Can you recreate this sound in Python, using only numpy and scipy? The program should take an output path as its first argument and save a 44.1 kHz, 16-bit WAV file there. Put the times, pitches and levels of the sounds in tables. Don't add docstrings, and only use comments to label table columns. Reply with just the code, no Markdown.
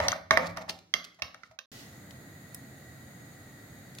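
import sys
import numpy as np
from scipy import signal
from scipy.fft import rfft, irfft
from scipy.io import wavfile

SR = 44100
rng = np.random.default_rng(int(sys.argv[2]) if len(sys.argv) > 2 else 0)


def pcm_store(signal):
    levels = np.round(np.clip(np.atleast_2d(signal), -1, 1) * 32767)
    wavfile.write(sys.argv[1], SR, levels.astype(np.int16).T)


N = 176400
T = np.arange(N) / SR

# (time [s], thud [dB], body [dB], clack [dB],
# click [dB], tick [dB], main ping [Hz], second ping [Hz], ping level [dB], left over right [dB])
KNOCK_HITS = [(0.001, -43.5, -24.5, -27.5, -33.5, -49, 681, 696, -25.5, -2),
              (0.0826, -46.5, -33, -27.5, -24.5, -36, 5815, 4350, -14.5, -3.5),
              (0.118, -59, -36, -35.5, -33, -48, 6160, 1980, -24, 10),
              (0.1279, -50, -45, -35.5, -47, -50.5, 1260, 1450, -20.5, -2.5),
              (0.308, -33, -25.5, -17, -22.5, -39, 1135, 1862, -10, -6.5),
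              (0.372, -34.5, -21.5, -20.5, -28.5, -40, 1882, 1985, -10, -10),
              (0.571, -44.5, -37, -36.5, -39.5, -49, 1160, 1820, -33.5, -5),
              (0.6942, -46.5, -43.5, -45, -31, -44, 4400, 2000, -32.5, 7),
              (0.9384, -46, -41.5, -31.5, -23.5, -40.5, 2087, 3220, -13.5, -10),
              (1.2205, -50.5, -44, -35.5, -29.5, -47.5, 2590, 2240, -22, -8.5),
              (1.344, -68, -53.5, -45.5, -50.5, -63, 1600, 1300, -43, 3),
              (1.434, -63, -82, -48.5, -53.5, -77, 2040, 1400, -35, -9),
              (1.5884, -64.5, -53.5, -42.5, -34, -53, 2607, 1570, -27, -10)]
KNOCK_EDGES_HZ = [130, 520, 950, 2400, 6300, 15000]
# (frequency [Hz], gain [dB], t60 [s])
PAN_RING = [(80.3, -13.5, 0.65), (171.4, -5, 0.53), (292.5, -11.5, .3), (564, -15, .3), (644.5, -2.5, 0.29),
            (770, -20, 0.47), (949, -26.5, .25), (1833, -5, 0.12), (3170, -13.5, 0.23)]
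# (frequency [Hz], gain [dB], t60 [s])
GLASS_RING = [(1477, -24.5, 0.3), (2746, -10.5, 0.16), (5780, -16.5, .12), (9400, -12.5, .1)]
# (time [s], length [s], level [dB])
GRIND_STROKES = [(0.0, 0.079, -29.5), (0.09, 0.061, -44), (0.15, 0.019, -39), (0.313, 0.027, -26.5),
                 (0.405, 0.068, -36.5), (0.562, 0.032, -38.5), (0.607, 0.021, -41), (0.678, 0.028, -41.5),
                 (1.188, 0.016, -50), (1.51, 0.011, -55.5)]
# (frequency [Hz], relative level [dB])
GRIND_EQ = [(45, -34.5), (170, -5), (430, -14), (650, 8), (1250, 2), (1600, -8.5), (1950, 4), (2800, -12),
            (6000, -17), (7500, -21), (15000, -37)]
# (time [s], length [s], level [dB])
PUSH_STROKES = [(0.0, 0.12, -42), (0.33, 0.04, -45), (0.465, 0.086, -43), (1.225, 0.041, -50),
                (1.495, 0.018, -57)]
# (frequency [Hz], relative level [dB])
PUSH_EQ = [(40, -49), (80, 7), (130, -7), (250, -25.5), (1500, -47)]
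# (time [s], length [s], level [dB])
SQUELCH_STROKES = [(0.09, 0.035, -42), (0.458, 0.023, -38), (0.49, 0.022, -50.5), (0.612, 0.018, -48.5),
                   (0.688, .025, -34.5), (0.788, 0.0044, -49.5), (1.04, 0.016, -42.5), (1.143, 0.012, -61),
                   (1.425, .06, -65), (1.508, 0.019, -63.5)]
# (frequency [Hz], relative level [dB])
SQUELCH_EQ = [(200, -25), (2000, -5.5), (4700, 1), (6200, -5.5), (7400, -8.5), (15000, -21)]
# (frequency [Hz], gain [dB])
REVERB_EQ = [(80, -10), (280, 3.5), (700, -1), (1800, -7.5), (4000, -12.5), (12000, -10)]
# (frequency [Hz], t60 [s])
REVERB_T60 = [(100, 1), (600, 0.32), (2000, 0.51), (5000, 0.31), (14000, 0.3)]
# (frequency [Hz], relative level [dB])
ROOM_TONE_EQ = [(30, -18.5), (90, 5), (600, -3.5), (1100, -12), (6000, -7.5), (7500, -18.5), (15000, -23.5)]
# (frequency [Hz], left-right correlation [-1..1])
MASH_IMAGE = [(150, 0.99), (400, 0.57), (1500, .2), (3000, -0.75), (12000, -0.62)]
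# (time [s], gain [dB])
MASH_FADER = [(1.4, -2.5), (1.55, -3), (1.66, -13.5)]
# (frequency [Hz], relative level [dB])
FLAME_EQ = [(28, -36), (85, -5), (130, -2.5), (280, -7.5), (380, -16), (720, -15.5), (1000, -25),
            (1400, -19), (2000, -20.5), (2700, -33), (4200, -26), (5400, -36), (8000, -31), (15000, -32.5)]
# (frequency [Hz], left-right correlation [-1..1])
FLAME_IMAGE = [(150, 1), (350, 0.8), (700, 0.5), (2000, 0)]
# (frequency [Hz], width [Hz], level [dB])
JET_TONES = [(128.6, 3.4, -56), (288.3, 30, -64.5), (1919, 48, -60), (3770, 73, -73), (4470, 83, -77.5),
             (6690, 150, -65), (8200, 310, -92), (12300, 300, -72), (13450, 250, -111)]
# (frequency [Hz], relative level [dB])
HISS_EQ = [(500, -9.5), (1500, -19), (2800, -4.5), (4700, -5), (6000, -6), (7500, -13.5), (15000, -17.5)]
# (time [s], relative level [dB], centre [Hz])
SPIT_POPS = [(2.108, -49.5, 3030), (2.546, -38, 11600), (3.95, -51, 4800), (3.986, -44.5, 3720)]

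MASH_END_S, FLAME_START_S = 1.658, 1.717
CRACK_CORRELATION, HISS_CORRELATION = 0.75, 0.16


def from_db(db):
    return 10 ** (np.asarray(db) / 20)


def unit_rms(x):
    return x / np.sqrt(np.mean(x ** 2) + 1e-20)


def at_hz(points, hz):
    freqs, values = np.transpose(points)
    return np.interp(np.log(hz + 1), np.log(freqs), values)


def add(out, start_s, x):
    i = int(start_s * SR)
    out[..., i:i + x.shape[-1]] += x[..., :N - i]


def panned(db):
    return unit_rms(from_db([[db / 2], [-db / 2]]))


def stereo(pair, correlation):
    c = np.clip(correlation, -.99, .99)
    return (np.sqrt(1 + c) * pair[0] + np.sqrt(1 - c) * pair[1] * np.array([[1], [-1]])) / np.sqrt(2)


def band(x, low, high, order=3):
    return signal.sosfilt(signal.butter(order, [low, high], "band", fs=SR, output="sos"), x + 1e-18)


def coloured(pair, eq, image):
    hz = np.fft.rfftfreq(N, 1 / SR)
    return unit_rms(irfft(stereo(rfft(pair), at_hz(image, hz)) * from_db(at_hz(eq, hz)), N))


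def resonate(x, hz, width):
    r = np.exp(-np.pi * width / SR)
    feedback = [1, -2 * r * np.cos(2 * np.pi * hz / SR), r * r]
    return signal.lfilter(np.array([1, 0, -1]) * (1 - r * r) / 2, feedback, x + 1e-18)


def white():
    return rng.standard_normal((2, N))


def grains(per_s, spread_db):
    clicks = white() * (rng.random(N) < per_s / SR)
    return clicks * from_db(spread_db * np.minimum(rng.exponential(1, N), 3))


def swells(strokes):
    envelope = 0
    for start, length, db in strokes:
        progress = (T - start) / length
        envelope += from_db(db) * np.sqrt(np.clip(4 * progress * (1 - progress), 0, 1))
    return envelope


def grinding():
    return swells(GRIND_STROKES) * coloured(grains(per_s=5700, spread_db=2), GRIND_EQ, MASH_IMAGE)


def pushes():
    return swells(PUSH_STROKES) * coloured(white(), PUSH_EQ, MASH_IMAGE)


def knocks():
    hold_s, crack_t60, ping_t60 = 0.0016, 0.012, 0.024
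    cracks, pings, t = np.zeros((2, N)), np.zeros((2, N)), T[:SR // 10]
    attack = 1 - np.exp(-t / 0.00028)
    decay_s = np.maximum(t - hold_s, 0)
    for start, *levels, hz, second_hz, ping_db, pan_db in KNOCK_HITS:
        crack = rng.standard_normal((2, len(t))) * attack * from_db(-60 * decay_s / crack_t60)
        tone = np.sin(2 * np.pi * hz * t) + from_db(-2) * np.sin(2 * np.pi * second_hz * t)
        add(pings, start, attack * from_db(ping_db - 60 * decay_s / ping_t60) * tone * panned(pan_db))
        for db, low, high in zip(levels, KNOCK_EDGES_HZ, KNOCK_EDGES_HZ[1:]):
            width = min(low / KNOCK_EDGES_HZ[2], 1) ** 2
            pair = stereo(band(crack, low, high, order=6), 1 - width * (1 - CRACK_CORRELATION))
            layer = np.array([unit_rms(side) for side in pair]) / np.sqrt(10)
            add(cracks, start, from_db(db) * layer * panned(width * pan_db))
    return cracks, pings


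def ringing(rub, rub_db=-37.5):
    rings, hits = 0, np.array(KNOCK_HITS)
    for hz, db, t60 in PAN_RING + GLASS_RING:
        band_column = 1 + np.searchsorted(KNOCK_EDGES_HZ[1:-1], hz)
        force = from_db(rub_db) * rub
        force[(hits[:, 0] * SR).astype(int)] += from_db(hits[:, band_column])
        r, w = from_db(-60 / (t60 * SR)), 2 * np.pi * hz / SR
        mode = signal.lfilter([0, np.sin(w)], [1, -2 * r * np.cos(w), r * r], force + 1e-18)
        rings += from_db(db) * mode
    return rings


def kitchen(x):
    t, tail = T[:SR], 0
    noise, edges = rng.standard_normal((2, 2, SR)), np.geomspace(50, 16000, 10)
    for k, (low, high) in enumerate(zip(edges, edges[1:])):
        hz = np.sqrt(low * high)
        decay = from_db(-60 * t / at_hz(REVERB_T60, hz)) * (1 - np.exp(-t / 0.002))
        wash = stereo(band(noise[k % 2], low, high), at_hz(MASH_IMAGE, hz))
        tail += from_db(at_hz(REVERB_EQ, hz)) * wash * decay / np.linalg.norm(decay)
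    return signal.fftconvolve(x[1:], tail, axes=1)[:, :N]


def room_tone(fader_db):
    return from_db(-52 + 6.9 * fader_db) * coloured(white(), ROOM_TONE_EQ, MASH_IMAGE)


def squelches():
    return swells(SQUELCH_STROKES) * coloured(grains(per_s=1900, spread_db=2), SQUELCH_EQ, MASH_IMAGE)


def to_the_right(x, treble_hz=800, pan_db=-2.5):
    treble = signal.sosfilt(signal.butter(1, treble_hz, "high", fs=SR, output="sos"), x + 1e-18)
    return x + treble * (panned(pan_db) - 1)


def mashing(ring_send_db=-7.5, right_lag_s=5 / SR):
    grind, push, pulp = grinding(), pushes(), squelches()
    cracks, pings = knocks()
    rings = ringing(grind.mean(axis=0))
    reverb = kitchen(cracks + grind + pulp + push + from_db(ring_send_db) * (pings + rings))
    left, right = cracks + pings + to_the_right(grind + pulp + push + rings + reverb)
    return np.array([left, np.interp(T - right_lag_s, T, right)])


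def burner(hiss_hold_s=0.093, hiss_fall_db_per_s=98):
    rumble = from_db(-50.5) * coloured(white(), FLAME_EQ, FLAME_IMAGE)
    jet, tones = stereo(white(), HISS_CORRELATION), 0
    for hz, width, db in JET_TONES:
        tones += from_db(db) * unit_rms(stereo(resonate(jet, hz, width), at_hz(FLAME_IMAGE, hz)))
    falling_s = np.maximum(T - FLAME_START_S - hiss_hold_s, 0)
    hiss = from_db(-52 - hiss_fall_db_per_s * falling_s) * coloured(white(), HISS_EQ, FLAME_IMAGE)
    return (rumble + tones + hiss) * panned(db=-1)


def spits(t60=0.022):
    burst, ticks = stereo(white(), HISS_CORRELATION), 0
    for start, db, hz in SPIT_POPS:
        envelope = (T >= start) * from_db(db - 60 * np.abs(T - start) / t60)
        ticks += 2 * envelope * unit_rms(resonate(burst, hz, width=0.98 * hz))
    return ticks


def scene():
    mash, spit = mashing(), spits()
    fader_db = np.interp(T, *np.transpose(MASH_FADER))
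    preparing = mash * from_db(fader_db) + room_tone(fader_db)
    cooking = burner() + spit + kitchen(spit)
    return preparing * (T < MASH_END_S) + cooking * (T > FLAME_START_S)


def record(dry):
    return signal.sosfilt(signal.ellip(10, .2, 70, 16000, fs=SR, output="sos"), dry)


dry = scene()
out = record(dry)
pcm_store(out)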